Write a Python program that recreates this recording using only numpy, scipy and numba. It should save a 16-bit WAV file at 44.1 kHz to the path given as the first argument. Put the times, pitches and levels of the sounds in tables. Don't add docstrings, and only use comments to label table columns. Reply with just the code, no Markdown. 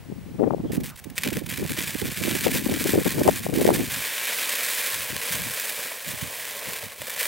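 import sys
import numpy as np
from scipy import signal
from scipy.fft import rfft, irfft
from scipy.io import wavfile
from scipy.ndimage import uniform_filter1d, map_coordinates
from numba import njit

SR = 44100
rng = np.random.default_rng(int(sys.argv[2]) if len(sys.argv) > 2 else 0)


def to_wav(s):
    ch = np.atleast_2d(s).T
    pcm = np.round(np.clip(ch, -1, 1) * 32767)
    wavfile.write(sys.argv[1], SR, pcm.astype(np.int16))


N = 320607
TIME = np.arange(N) / SR

# f/Hz, level/dB
AIR_SPECTRUM = [(40, 3), (150, 1), (400, 11.5), (800, 12), (1300, 5), (2100, 7), (3500, 1.5), (6000, -3),
                (10000, -4), (15500, -11)]
# t/s, left level/dB, right level/dB
BREEZE_LEVELS = [(0, -41, -47), (.15, -38, -44.5), (.6, -30, -32.5), (.85, -35, -34), (.98, -55, -48.5),
                 (1.2, -48, -41.5), (1.3, -43, -30.5), (1.9, -50, -37), (2.75, -27.5, -33), (3.3, -38, -37),
                 (3.42, -36, -34), (3.55, -39, -32), (3.8, -21.5, -25), (3.9, -40, -39.5), (4.17, -73, -73),
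                 (7.27, -60, -58)]
# t/s, length/s, left level/dB, right level/dB
WIND_GUSTS = [(0.075, 0.093, -34, -42), (.385, .12, -20, -33.5), (.61, 0.15, -33, -28),
              (0.763, 0.051, -29, -30), (1.031, 0.085, -48, -35), (1.241, 0.033, -28.5, -23),
              (1.331, 0.027, -27, -24), (1.589, 0.041, -26.5, -23.5), (1.679, 0.042, -28, -39),
              (1.754, 0.1, -47, -34.5), (1.91, 0.039, -50, -29.5), (2.007, 0.067, -30.5, -26.5),
              (2.192, .16, -35.5, -24), (2.44, 0.032, -17, -30), (2.513, 0.055, -27, -26),
              (2.653, 0.08, -24.5, -26), (2.839, 0.037, -22.5, -25), (2.931, 0.053, -19, -19.5),
              (3.049, 0.02, -18.5, -25), (3.146, 0.083, -20.5, -26), (3.247, 0.034, -15, -18),
              (3.476, 0.058, -23.5, -37), (3.54, 0.081, -25, -21.5), (3.641, 0.067, -18.5, -18.5),
              (3.922, 0.076, -46, -37.5), (4.919, 0.13, -47, -45), (5.096, .06, -34.5, -43),
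              (5.301, .19, -37.5, -40), (6.053, 0.1, -41, -38), (6.21, 0.052, -44, -38.5),
              (6.65, 0.046, -40, -50), (6.82, 0.037, -49, -39), (6.988, .025, -53, -42)]
# t/s, level/dB, f/Hz, port (0 left, 1 right)
PORT_EDDIES = [(.1, -18, 280, 0), (0.41, -3, 404, 0), (0.42, -1, 410, 0), (.43, -2, 423, 0),
               (.476, -6, 424, 0), (.508, -3.5, 790, 0), (.537, -6.5, 560, 0), (.547, -5, 463, 0),
               (.583, -21, 590, 0), (0.781, -5.5, 204, 1), (2.937, -3.5, 377, 0), (2.958, -4, 417, 0),
               (2.979, 0.5, 340, 0), (3.218, -2, 312, 1), (3.280, 2.5, 730, 0), (3.289, 2.5, 504, 0),
               (3.294, 0, 645, 0), (3.466, -6, 563, 0), (3.576, -3, 277, 1), (3.616, -1, 415, 0),
               (3.654, 0.5, 413, 0), (3.691, 5.5, 573, 0), (3.705, -1.5, 750, 1), (6.229, -15, 150, 1)]
# t/s, length/s, start f/Hz, end f/Hz, level/dB
WHISTLE_GLIDES = [(0.647, .09, 3570, 2940, -58), (0.871, .09, 1550, 1050, -52)]
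# f/Hz, width/Hz, level/dB re the direct sound
POT_MODES = [(530, 170, -5), (1073, 11, 3), (1610, 37, -14), (1955, 230, -7), (2363, 225, 1),
             (2980, 110, -12), (8300, 830, -17.5)]
# f/Hz, level/dB
SIDE_SPECTRUM = [(200, -21), (700, -6), (1500, -39), (2400, -0.5), (3600, -21), (5400, -6.5), (12000, 2.5),
                 (15500, 2.5)]
# t/s, level/dB, length/s
GAS_JETS = [(0.719, -35, 0.021), (0.742, -32.5, 0.016), (0.766, -34.5, 0.0062), (.802, -39, 0.01),
            (.835, -35, 0.031), (0.865, -39, 0.044), (0.958, -42, 0.0084), (0.974, -39.5, 0.025),
            (1.04, -35.5, 0.0061), (1.100, -39, .005), (1.156, -39, 0.015), (1.461, -30.5, 0.0053),
            (1.493, -31, 0.0091), (3.428, -34.5, 0.0062), (5.322, -28, 0.0021), (5.597, -27, 0.0037),
            (5.693, -25.5, 0.0038)]
# t/s, level/dB
MELT_PLOPS = [(5.165, -27), (5.79, -27.5), (5.858, -33), (5.919, -28.5), (6.829, -28.5), (7.018, -31.5),
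              (7.081, -29)]
# t/s, level/dB
GRAIN_POPS = [(1.182, -14), (1.237, -13), (1.287, -9), (1.37, -7), (1.576, -11), (1.720, -8.5), (2.016, -8),
              (2.409, -5), (2.443, -10), (2.55, -5), (2.740, -4.5), (2.841, -2), (3.106, -6), (3.277, -1.5),
              (3.666, -4.5), (3.677, -4), (3.757, -9), (4.254, -6), (4.494, -2), (4.944, -4), (5.046, -11),
              (5.165, -3.5), (5.324, -10), (5.419, -6), (5.791, -13), (6.081, -11), (6.214, -9),
              (6.453, -9), (6.734, -7), (7.018, -10), (7.103, -10), (7.202, -3), (7.23, -3)]
# t/s, fizz level/dB, rush level/dB
BURN_LEVELS = [(1.16, -37.5, -37.5), (1.64, -40, -38.5), (1.8, -33.5, -36), (2.06, -36.5, -35),
               (2.4, -31, -31.5), (2.66, -34.5, -36), (3.3, -33.5, -36), (3.87, -34, -36),
               (4.3, -29.5, -26.5), (4.85, -27, -29.5), (5.12, -34.5, -33), (5.62, -30, -33.5),
               (5.99, -37.5, -37.5), (6.2, -35.5, -36), (6.78, -35.5, -35.5), (6.96, -44.5, -43),
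               (7.08, -34, -36), (7.27, -31.5, -33)]
# t/s, length/s, fizz level/dB, rush level/dB
FLARE_UPS = [(1.17, .015, -38, -33), (1.227, 0.03, -35, -24.5), (1.265, 0.018, -43, -39),
             (1.323, 0.036, -44, -44), (1.486, 0.091, -38, -35), (1.701, 0.012, -35, -41.5),
             (1.763, 0.037, -36, -26), (1.867, 0.049, -34, -30.5), (2.222, 0.084, -35, -29.5),
             (2.333, 0.023, -31.5, -31), (2.435, 0.013, -34, -24), (2.526, 0.042, -27, -27.5),
             (2.693, 0.041, -40, -30.5), (2.793, .02, -28, -29), (2.865, 0.053, -28, -30.5),
             (3.04, 0.063, -31.5, -32), (3.34, 0.014, -35, -34.5), (3.534, 0.011, -35, -44),
             (3.606, 0.017, -29, -33), (3.727, 0.034, -29, -31), (3.894, 0.18, -33.5, -31.5),
             (5.208, 0.1, -33.5, -34), (5.315, 0.043, -28.5, -35), (5.777, 0.098, -36, -36),
             (6.045, .07, -36, -39), (6.674, .06, -41, -37.5), (7.187, 0.087, -29, -32.5)]
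# t/s, length/s, level change/dB
BURN_STALLS = [(1.394, 0.085, -12), (2.595, 0.04, -4.5), (2.753, 0.022, 2), (3.145, 0.033, -3),
               (3.395, 0.034, -8), (3.458, 0.075, -9), (3.713, 0.011, -9), (5.118, 0.056, -1.5)]
# t/s, gas bursts/(1/s), sputter depth/dB, burble level/dB re the rush
BURN_TEXTURE = [(1.2, 1530, 6.5, -22), (1.8, 1600, 3.5, -16.5), (2.6, 2170, 2, -20),
                (3.6, 1900, 2.4, -13.5), (4.1, 5500, 1.4, -12.5), (4.8, 5000, 1.3, -11.5),
                (5.3, 2640, 1.5, -7.5), (5.85, 2800, 1, -7), (6.4, 3200, 0.7, -5.5), (6.9, 2200, 2, -5.5),
                (7.25, 1900, 3, -8)]
# f/Hz, level/dB
FIZZ_SPECTRUM = [(150, -37), (500, -17.5), (1000, -0.5), (1300, -6.5), (1700, 5.5), (2400, -1.5),
                 (3500, 0.5), (5800, -2), (8400, 1.5), (11000, 1), (15500, 1.5)]
# f/Hz, level/dB
RUSH_SPECTRUM = [(50, -35), (130, -22), (250, -14.5), (350, -14.5), (650, -17.5), (780, -32), (1300, -8.5),
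                 (1600, -4), (2400, -5), (3400, -4.5), (4500, -8.5), (8000, -14)]
# f/Hz, level/dB
BURBLE_SPECTRUM = [(60, -26.5), (220, -11), (350, -18.5), (450, -2), (600, -3), (780, -9), (1050, -4.5),
                   (1500, -19.5), (2500, -17), (6000, -23)]


def undb(db):
    return 10 ** (np.asarray(db) / 20)


def unit(x):
    return x / np.sqrt(np.mean(x ** 2))


def curves(table):
    times, *columns = np.transpose(table)
    return [np.interp(TIME, times, column) for column in columns]


def wander(hz):
    knots = rng.standard_normal(N // 4)[:int(N * hz / SR) + 4]
    return unit(map_coordinates(knots, [TIME * hz], order=2, mode="nearest"))


def colour(x, spectrum, size=1024):
    hz, db = np.transpose(spectrum)
    log_hz = np.log(np.fft.rfftfreq(size, 1 / SR) + 1)
    cepstrum = irfft(np.log(undb(np.interp(log_hz, np.log(hz), db))))
    cepstrum[1:size // 2] *= 2
    cepstrum[size // 2 + 1:] = 0
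    response = irfft(np.exp(rfft(cepstrum)))
    return signal.fftconvolve(x, response[None] / np.linalg.norm(response))[:, :N]


@njit
def lowpass(x, hz, damping):
    low, band_state, low_state = np.empty(len(x)), 0., 0.
    for i in range(len(x)):
        g = np.tan(np.pi * hz[i] / SR)
        band = (band_state + g * (x[i] - low_state)) / (1 + g * (g + damping))
        low[i] = low_state + g * band
        band_state, low_state = 2 * band - band_state, 2 * low[i] - low_state
    return low


def flutter(db, size=4400):
    return undb(db) / np.sqrt(uniform_filter1d(undb(2 * db), size=size))


def swell(start, length, attack_s, release_s):
    out, t = np.zeros(N), np.arange(int((length + 10 * release_s) * SR)) / SR
    envelope = np.minimum(t / attack_s, 1) * np.exp(-np.maximum(t - length, 0) / release_s)
    part = out[int(start * SR):][:len(t)]
    part[:] = envelope[:len(part)]
    return out


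def surges(steady, events, attack_s, release_s):
    power = undb(curves(steady)) ** 2
    for start, length, *db in events:
        power += (undb(db)[:, None] * swell(start, length, attack_s, release_s)) ** 2
    return np.sqrt(power)


def background(air_db=-54, width=0.5, hiss_db=-61, whine_hz=15692, whine_db=-63):
    air = rng.standard_normal(N) + width * rng.standard_normal((2, N))
    hiss = undb(hiss_db) * rng.standard_normal((2, N))
    whine = undb(whine_db) * np.sin(2 * np.pi * whine_hz * TIME)
    return undb(air_db) * unit(colour(air, AIR_SPECTRUM)) + hiss + whine


def wind(centre_hz=225, rise_per_db=0.041, eddy_db=4.5, eddy_hz=75):
    ports = []
    for strength in surges(BREEZE_LEVELS, WIND_GUSTS, attack_s=0.013, release_s=0.027):
        blow = strength * flutter(eddy_db * wander(eddy_hz), size=3000)
        blow_db = 20 * np.log10(blow)
        centre = np.clip(centre_hz * np.exp(rise_per_db * (blow_db + 30)), 120, 700)
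        band = np.gradient(lowpass(rng.standard_normal(N), centre, damping=1.14))
        rumble = lowpass(band / centre, 1.11 * centre, damping=np.sqrt(2))
        ports.append(blow * rumble / np.sqrt(uniform_filter1d(rumble ** 2, size=1500)))
    return np.array(ports)


def buffets(gain_db=-2, size=1024):
    out, t = np.zeros((2, N)), (np.arange(size) - size / 2) / SR
    for at, db, hz, port in PORT_EDDIES:
        swing = np.sin(2 * np.pi * (hz * t + rng.random())) / np.cosh(np.pi * hz * t)
        out[int(port), int(at * SR) - size // 2:][:size] += undb(db + gain_db) * swing
    return out


def whistles(waver_hz=200):
    out = np.zeros(N)
    for start, length, start_hz, end_hz, db in WHISTLE_GLIDES:
        progress = np.clip((TIME - start) / length, 0, 1)
        hz = start_hz + (end_hz - start_hz) * progress + waver_hz * wander(hz=600)
        tone = unit(np.sin(2 * np.pi * np.cumsum(hz) / SR))
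        out += undb(db) * np.sin(np.pi * progress) * tone
    return out


def pot_and_garden(direct, tail_db=-19, tail_s=0.04, side_db=-13, right_treble=0.19, size=4096):
    rung = direct + sum(undb(db) * signal.lfilter(*signal.iirpeak(hz, hz / width, SR), direct)
                        for hz, width, db in POT_MODES)
    tail = rng.standard_normal(size) * np.exp(-np.arange(size) / SR / tail_s)
    mid = rung + undb(tail_db) * signal.fftconvolve(rung, tail / np.linalg.norm(tail))[:N]
    side = undb(side_db) * colour((direct * rng.standard_normal(N))[None], SIDE_SPECTRUM)[0]
    side -= right_treble * signal.filtfilt(*signal.butter(1, 12000, "high", fs=SR), mid)
    return np.array([mid + side, mid - side])


def sparks(per_s=30, over_db=20, scatter_db=0.5):
    ticks = rng.random(N) < per_s / SR
    return ticks * undb(over_db + scatter_db * np.clip(rng.standard_normal(N), -2, 2))


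def plops(fade_s=0.003, size=1024):
    out, t = np.zeros(N), np.arange(size) / SR
    for start, db in MELT_PLOPS:
        out[int(start * SR):][:size] += undb(db) * rng.standard_normal(size) * np.exp(-t / fade_s)
    return out


def spits(gain_db=-3, tail_s=0.0022):
    out = np.zeros(N)
    for start, db, length in GAS_JETS:
        t = np.arange(int((length + 10 * tail_s) * SR)) / SR
        envelope = np.exp(-np.maximum(t - length, 0) / tail_s)
        out[int(start * SR):][:len(t)] += undb(db + gain_db) * envelope
    return out


def pops(gain_db=-3.5, puff_db=-14.5, puff_s=0.0016, size=512):
    out, t = np.zeros(N), np.arange(size) / SR
    for start, db in GRAIN_POPS:
        pop = undb(puff_db) * rng.standard_normal(size) * np.exp(-t / puff_s)
        pop[0] = 1
        out[int(start * SR):][:size] += undb(db + gain_db) * pop
    return out


def outbreaks(per_s, fade_s):
    kicks = (rng.random(N) < per_s / SR) * rng.random(N)
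    power = signal.lfilter([1], [1, -np.exp(-1 / (SR * fade_s))], kicks + 1e-18)
    strength = np.sqrt(np.maximum(power, 0))
    return unit(strength - strength.mean())


def gas_bursts(per_s, scatter_db, bed_gain):
    chance = np.clip(per_s / SR, 0, 1)
    sizes = undb(scatter_db * np.minimum(rng.exponential(size=N), 4))
    clicks = (rng.random(N) < chance) * sizes * rng.choice([-1, 1], N) / np.sqrt(chance)
    return unit(unit(clicks) + bed_gain * rng.standard_normal(N))


def burn_strength(attack_s=0.007, release_s=0.027):
    alight = np.clip((TIME - BURN_LEVELS[0][0]) / attack_s, 0, 1)
    choke_db = sum(db * swell(start, length, attack_s=0.022, release_s=0.0049)
                   for start, length, db in BURN_STALLS)
    return alight * undb(choke_db) * surges(BURN_LEVELS, FLARE_UPS, attack_s, release_s)


def fire(fizz_db=0.03, rush_db=-4.5, rush_sputter=0.76, burble_flutter_db=2):
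    fizz_gain, rush_gain = burn_strength()
    per_s, sputter_db, burble_db = curves(BURN_TEXTURE)
    shake_db = sputter_db * unit(outbreaks(per_s=280, fade_s=0.0024) + 0.45 * wander(hz=45))
    jets, cracks, gulps = spits(), pops(), plops()
    gas = fizz_gain * undb(fizz_db)
    flame = rush_gain * undb(rush_db) * flutter(rush_sputter * shake_db)
    fizz = (gas * flutter(shake_db) + jets) * gas_bursts(per_s, scatter_db=3, bed_gain=0.65)
    fizz += gas * sparks()
    rush = (flame + undb(-9.5) * jets) * gas_bursts(per_s, scatter_db=6, bed_gain=0.68)
    wobble_db = burble_flutter_db * outbreaks(per_s=60, fade_s=0.004)
    burble = flame * undb(burble_db + wobble_db) * rng.standard_normal(N)
    layers = [(fizz + cracks, FIZZ_SPECTRUM),
              (rush + undb(-10) * cracks, RUSH_SPECTRUM),
              (burble + gulps, BURBLE_SPECTRUM)]
    return sum(colour(layer[None], spectrum)[0] for layer, spectrum in layers)


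def scene():
    return pot_and_garden(fire()) + wind() + buffets() + whistles() + background()


def record(dry, low_cut_hz=52, top_hz=15880):
    low_cut = signal.lfilter(*signal.butter(3, low_cut_hz, "high", fs=SR), dry)
    clipped = np.clip(low_cut, -1, 1)
    return signal.sosfilt(signal.ellip(12, 0.2, 90, top_hz, fs=SR, output="sos"), clipped)


dry = scene()
out = record(dry)
to_wav(out)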